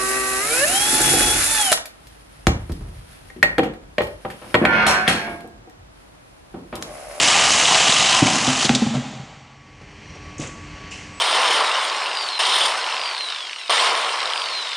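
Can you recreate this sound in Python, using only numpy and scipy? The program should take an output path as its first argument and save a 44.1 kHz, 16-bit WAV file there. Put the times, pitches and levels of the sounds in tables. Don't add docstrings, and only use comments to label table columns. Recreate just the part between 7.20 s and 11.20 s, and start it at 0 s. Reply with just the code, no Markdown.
import sys
import numpy as np
from scipy import signal
from scipy.fft import rfft, irfft
from scipy.io import wavfile
from scipy.ndimage import uniform_filter1d

SR = 44100
rng = np.random.default_rng(int(sys.argv[2]) if len(sys.argv) > 2 else 0)


def master(y):
    cut = np.clip(np.atleast_2d(y).T, -1, 1)
    pcm = np.round(cut * 32767)
    wavfile.write(sys.argv[1], SR, pcm.astype(np.int16))


N = 176400

# time_s, level_db
TAPE_PULL = [(0, -13.5), (.15, -16), (.33, -16.5), (.55, -16), (.69, -17), (.93, -18), (1.0, -18),
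             (1.02, -32), (1.06, -19.5), (1.16, -20), (1.23, -21.5), (1.28, -21), (1.37, -22.5),
             (1.43, -17.5), (1.465, -19), (1.48, -51)]
# time_s, level_db
BELT_LOAD = [(0, -24), (2.4, -53), (2.8, -46.5), (2.92, -44.5), (3.13, -45), (3.38, -46), (3.56, -42.5),
             (3.66, -41.5), (3.85, -43), (4, -43.5)]


def amp(db):
    return 10 ** (np.asarray(db) / 20)


def unit(x):
    return x / np.sqrt(np.mean(x ** 2) + 1e-20)


def level(points):
    return amp(np.interp(np.arange(N) / SR, *np.transpose(points)))


def read(points, hz):
    f, value = np.transpose(points)
    return np.interp(np.log(hz + 1), np.log(f), value)


def colour(x, spectrum):
    gain = amp(read(spectrum, np.fft.rfftfreq(len(x), 1 / SR)))
    return unit(irfft(rfft(x) * gain, len(x)))


def below(x, hz):
    return signal.sosfiltfilt(signal.butter(3, hz, fs=SR, output="sos"), x)


def drift(rate_hz):
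    rolloff = np.exp(-(np.fft.rfftfreq(N, 1 / SR) / rate_hz) ** 2)
    return unit(irfft(rfft(rng.standard_normal(N)) * rolloff, N))


def tone(hz, waver):
    pitch_hz = hz * (1 + waver * drift(14.0))
    return unit(np.sin(2 * np.pi * np.cumsum(pitch_hz) / SR) * amp(1.7 * drift(24)))


def add(mix, start_s, sound):
    part = mix[round(start_s * SR):][:len(sound)]
    part += sound[:len(part)]


def tape():
    # frequency_hz, gain_db
    spectrum = [(60, -32), (130, -9.5), (250, -9.5), (370, -9), (560, -7), (680, -2), (1280, -1.5),
                (1450, -6), (1800, -4), (2250, -2.5), (2900, 3), (3400, -2.5), (4700, -4.5), (7200, -4.5),
                (8500, -10.5), (10500, -19.5), (11500, -32.5)]
    # pitch_hz, width_hz, gain_db
    head_modes = [(657, 23, -2), (756, 21, 2), (1029, 11.6, -2), (1170, 5.5, -15), (1197, 41, -3.5),
                  (1478, 16, -7), (1990, 48, -21), (2580, 15, -22), (2970, 37, -14), (3230, 25, -18),
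                  (4050, 78, -23), (5100, 130, -8.5), (6330, 110, -12)]
    # time_s, gain_db
    body_swell = [(0, -5), (.1, -1), (.18, 3.5), (.33, -3), (.58, 1.5), (.7, -2), (.82, -3), (.95, 3.5),
                  (1.1, 0.5), (1.3, 1), (1.45, -8.5)]
    # time_s, gain_db
    bite_swell = [(.1, -2), (.21, 2.5), (.28, -5), (.6, -2), (.8, 0.5), (.92, 1), (1.1, -3.5), (1.45, -2)]
    slips_per_s, slip_s, spread_db, patchy_db = 3200, 0.00038, 1.5, 1.5
    flutter_hz, flutter_db, taut_s = 46.02, 2.5, 0.81
    t = np.arange(N) / SR
    sizes = (rng.random(N) < slips_per_s / SR) * amp(spread_db * np.minimum(rng.exponential(1, N), 4))
    energy = signal.lfilter([1], [1, -np.exp(-1 / (slip_s * SR))], sizes ** 2)
    slips = rng.standard_normal(N) * np.sqrt(energy)
    bands = signal.stft(slips, nperseg=256)[2]
    patches = uniform_filter1d(rng.standard_normal(bands.shape), size=7, axis=0)
    patches = unit(uniform_filter1d(patches, size=4, axis=1))
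    slips = signal.istft(bands * amp(patchy_db * patches), nperseg=256)[1][:N]
    flutter = np.sin(2 * np.pi * np.cumsum(flutter_hz * (1 + 0.327 * drift(30.8))) / SR)
    tension = np.minimum(t / taut_s, 1)
    rasp = colour(slips, spectrum) * amp(flutter_db * flutter * tension)
    ring = sum(amp(db) * signal.lfilter(*signal.iirpeak(hz, hz / width, SR), rasp)
               for hz, width, db in head_modes)
    rasp = unit(rasp + ring)
    body = below(rasp, hz=1350) - below(rasp, hz=560)
    bite = below(rasp, hz=4270) - below(rasp, hz=2300)
    rasp = rasp + body * (level(body_swell) - 1) + bite * (level(bite_swell) - 1)
    return (rasp * level(TAPE_PULL) + twangs()) * (t < TAPE_PULL[-1][0])


def twangs():
    # start_s, level_db
    strongest = [(0.189, -18), (.398, -17.5), (.452, -12.5), (.483, -19), (.503, -17), (0.545, -14.5),
                 (.654, -15), (0.693, -18), (0.722, -12.5), (.847, -21), (.886, -17), (.926, -14.5)]
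    # frequency_hz, gain_db
    spectrum = [(1500, -58), (2400, -15), (3000, -1), (3950, -3.5), (4500, -15), (11000, -40)]
    plucks_per_s, rise_s = 56, 0.0021
    plucks = amp(-14.5) * rng.rayleigh(1, N) * (rng.random(N) < plucks_per_s / SR) * level(TAPE_PULL)
    for start_s, db in strongest:
        add(plucks, start_s, amp([db]))
    age = np.arange(SR // 40) / SR / rise_s
    envelope = signal.fftconvolve(plucks, age * np.exp(1 - age))[:N]
    return envelope * colour(rng.standard_normal(N), spectrum)


def drive():
    # time_s, level_db
    swell = [(0, -46.5), (2.3, -54.5), (2.55, -48.5), (2.95, -42.5), (3.4, -42), (4, -43.5)]
    # frequency_hz, gain_db
    spectrum = [(15, -50), (30, -15), (46, 6.5), (65, 5), (90, 3.5), (170, 2.5), (240, -2.5), (330, -11),
                (460, -6.5), (800, -21), (1400, -43), (3000, -32), (8000, -27.5), (12000, -56)]
    # pitch_hz, gain_db
    hum_tones = [(47, -21), (88, -6.5), (132, -23), (146, -19), (297, -9), (318, -23), (400, -16),
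                 (555, -30.5), (610, -35), (1031, -20), (1663, -20), (2140, -18), (2273, -34),
                 (2374, -15.5), (2569, -16), (3155, -20.5)]
    # time_s, level_db
    whine_swell = [(0, -79), (2.4, -56.5), (2.8, -64), (2.92, -58), (2.98, -50), (3.37, -45.5),
                   (3.48, -48.5), (3.68, -47.5), (3.87, -56), (3.94, -47.5)]
    whine_hz, waver, lumpy_db = 1132, 0.00087, 1.5
    rumble = colour(rng.standard_normal(N), spectrum)
    rumble += below(rumble, hz=400) * (amp(lumpy_db * drift(25)) - 1)
    hum = sum(amp(db) * tone(hz, waver) for hz, db in hum_tones)
    return (rumble + hum) * level(swell) + tone(whine_hz, waver) * level(whine_swell)


def belts():
    # frequency_hz, gain_db
    spectrum = [(300, -7.5), (800, 4), (1450, 0), (2100, 6.5), (2400, 2), (2900, 2.5), (3700, -8.5),
                (4500, -4.5), (5200, -8.5), (5800, -9), (6800, -12), (7900, -27), (9000, -39), (12000, -29)]
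    grain = rng.standard_normal(N) * amp(0.95 * drift(130))
    return colour(grain, spectrum) * level(BELT_LOAD)


def rollers():
    # pitch_hz, level_against_belts_db
    whistles = [(4420, -21), (5640, -19.5), (6200, -25)]
    # start_s, length_s, pitch_hz, level_db
    squeaks = [(3.703, 0.032, 7200, -46), (3.93, 0.088, 7827, -52)]
    waver = 0.0083
    out = sum(amp(db) * tone(hz, waver) for hz, db in whistles) * level(BELT_LOAD)
    for start_s, length_s, hz, db in squeaks:
        swell = signal.windows.tukey(round(length_s * SR))
        add(out, start_s, amp(db) * swell * tone(hz, waver)[:len(swell)])
    return out


def thumps():
    # start_s, level_db, panel_hz, t60_s, cavity_db, slap_db, upper_mode_db
    blows = [(.687, -16, 251, 0.067, -1.5, -23, -20), (0.79, -23.5, 195, 0.089, 5.5, -20, -15),
             (1.022, 8, 276, 0.03, -2.5, -20.5, -19), (1.055, -7, 245, 0.074, -20, -23, -19),
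             (1.078, -20.5, 235, .06, -10, -8, 14), (1.13, -12, 223, 0.082, -15, -13, -2),
             (1.273, -9.5, 257.8, 0.16, -9.5, -6, -12), (1.443, -12, 214, 0.086, -9, -5, -12),
             (1.492, -3.5, 233, 0.1, -12.5, -9, -1.5), (1.53, -13, 248, 0.08, -9, -16, -14),
             (1.553, -7.5, 236, 0.083, -11, -16.5, -16), (1.618, -3, 228.4, 0.088, -22, -17.5, -10),
             (1.664, -6, 242, 0.053, -5, -20.5, -4), (1.737, -29, 253, 0.051, -13, 7, -6),
             (1.747, -17.5, 254.4, .085, 5, -1.5, -2), (1.762, -20, 246, 0.2, 0.5, -4, -14),
             (1.787, -31, 255, 0.1, -3, -16, -2), (1.93, -36, 237, 0.088, -18, -1, 8),
             (1.993, -39.5, 233, 0.14, 14, 0, -6), (2.61, -46, 201, .11, 5, 9, 3),
             (2.95, -43, 217, .078, -9, 8.5, -6), (3.192, -17, 309, 0.054, -3, -9.5, -31),
             (3.218, -26.5, 240, 0.088, -8, -2, -15), (3.262, -31, 236, 0.078, 3, -11, -15)]
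    # frequency_hz, gain_db
    slap_spectrum = [(100, -1.5), (350, -2.5), (480, -5), (600, -4.5), (800, -9), (1100, -14), (2500, -21),
                     (6000, -24), (12000, -45)]
    cavity_hz, low_cut_hz = 135.6, 104
    push_s, upper_t60_s, slap_t60_s = 0.007, 0.033, 0.091
    out, t = np.zeros(N), np.arange(SR // 2) / SR
    for start_s, db, panel_hz, t60, cavity_db, slap_db, upper_db in blows:
        panel = np.sin(2 * np.pi * panel_hz * t) * amp(-60 * t / t60)
        upper_hz = 783 * (1 + .08 * rng.standard_normal())
        upper = np.sin(2 * np.pi * upper_hz * t) * amp(upper_db - 60 * t / upper_t60_s)
        cavity = np.sin(2 * np.pi * cavity_hz * t) * amp(cavity_db - 60 * t / (1.36 * t60))
        slap = colour(rng.standard_normal(len(t)), slap_spectrum) * amp(slap_db - 60 * t / slap_t60_s)
        add(out, start_s, amp(db) * np.minimum(t / push_s, 1) * (panel + upper + cavity + slap))
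    return signal.sosfilt(signal.butter(2, low_cut_hz, "high", fs=SR, output="sos"), out)


def snaps():
    # start_s, level_db, rise_s, t60_s, centre_hz, width_octaves
    bursts = [(0.915, -24, 0.036, 0.3, 970, 0.18), (1.427, -24, 0.0026, 0.03, 3880, 1.1),
              (1.449, -15, 0.0035, 0.04, 3980, 0.55), (1.493, -8, 0.00017, 0.012, 2200, 1),
              (1.548, -11, 0.003, 0.049, 4270, 0.68), (1.549, -21.5, 0.001, 0.015, 8000, 0.53),
              (3.18, -37, 0.0025, 0.067, 6650, 0.25), (3.198, -35.5, 0.0016, 0.11, 6750, 0.33),
              (3.214, -37, 0.0025, 0.36, 6900, 0.41), (3.272, -36, 0.0017, 0.051, 6700, .18),
              (3.207, -35.5, 0.0092, 0.26, 460, 0.43), (3.206, -36.5, 0.005, 0.22, 2680, 0.6),
              (3.232, -36, 0.0066, 0.3, 1410, 0.98), (3.703, -36.5, 0.018, 0.51, 2630, 0.21),
              (3.709, -41.5, 0.0033, 0.85, 5950, 0.58)]
    top_hz = 8000
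    out, t = np.zeros(N), np.arange(SR // 2) / SR
    f = np.fft.rfftfreq(len(t), 1 / SR) + 1
    for start_s, db, rise, t60, hz, octaves in bursts:
        band = np.exp(-.5 * (np.log2(f / hz) / octaves) ** 2) / np.sqrt(1 + (f / top_hz) ** 12)
        burst = unit(irfft(rfft(rng.standard_normal(len(t))) * band, len(t)))
        envelope = np.minimum(t / rise, 1) * amp(db - 60 * np.maximum(t - rise, 0) / t60)
        add(out, start_s, burst * envelope)
    return out


def slide():
    # time_s, level_db
    swell = [(2.7, -85), (2.81, -68), (2.87, -57), (2.97, -54), (3.08, -62), (3.42, -72), (3.54, -57),
             (3.63, -69)]
    # frequency_hz, gain_db
    spectrum = [(2500, -27), (3700, -12), (4150, 6), (4900, -13), (5400, -4), (5680, 9), (5950, 2),
                (6250, -5), (6900, -14), (9000, -42)]
    grain = rng.standard_normal(N) * amp(2.9 * drift(90))
    return colour(grain, spectrum) * level(swell)


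def hall(x, wet_db):
    # frequency_hz, t60_s
    decay = [(100, 2.15), (250, 0.57), (800, 1.94), (3000, 1.55), (5000, 1.31), (8000, 1.36), (12000, 0.59)]
    build_s, early_db, early_t60_s, crossfade_hz = 0.037, -11, 0.16, 1.321
    out, t = x, np.arange(SR // 4) / SR
    for k in range(3):
        hz, age_s, bands = signal.stft(rng.standard_normal(2 * SR), SR, nperseg=256)
        fade = amp(-60 * age_s / read(decay, hz)[:, None])
        tail = signal.istft(bands * fade * np.minimum(age_s / build_s, 1), SR, nperseg=256)[1]
        early = rng.standard_normal(len(t)) * (rng.random(len(t)) < .05)
        early *= (t > .004) * amp(-60 * t / early_t60_s)
        paths = amp(wet_db) * tail / np.linalg.norm(tail)
        add(paths, 0, amp(early_db) * early / np.linalg.norm(early))
        share = np.sqrt(2 / 3) * np.cos(np.pi * (crossfade_hz * np.arange(N) / SR + k / 3))
        out = out + signal.fftconvolve(x * share, paths)[:N]
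    return out


def scene():
    mono = hall(tape(), wet_db=-6.5) + hall(thumps(), wet_db=-9)
    mono += hall(snaps() + rollers(), wet_db=-11.5)
    mono += drive() + belts() + slide()
    return np.array([mono, mono])


def record(dry):
    ceiling, knee, edge_hz = .9, 8, 11200
    rounded = dry / (1 + abs(dry / ceiling) ** knee) ** (1 / knee)
    lowpass = signal.firwin(255, edge_hz, window=("kaiser", 8), fs=SR)
    return signal.oaconvolve(rounded, lowpass[None], "same")


dry = scene()
out = record(dry)
master(out)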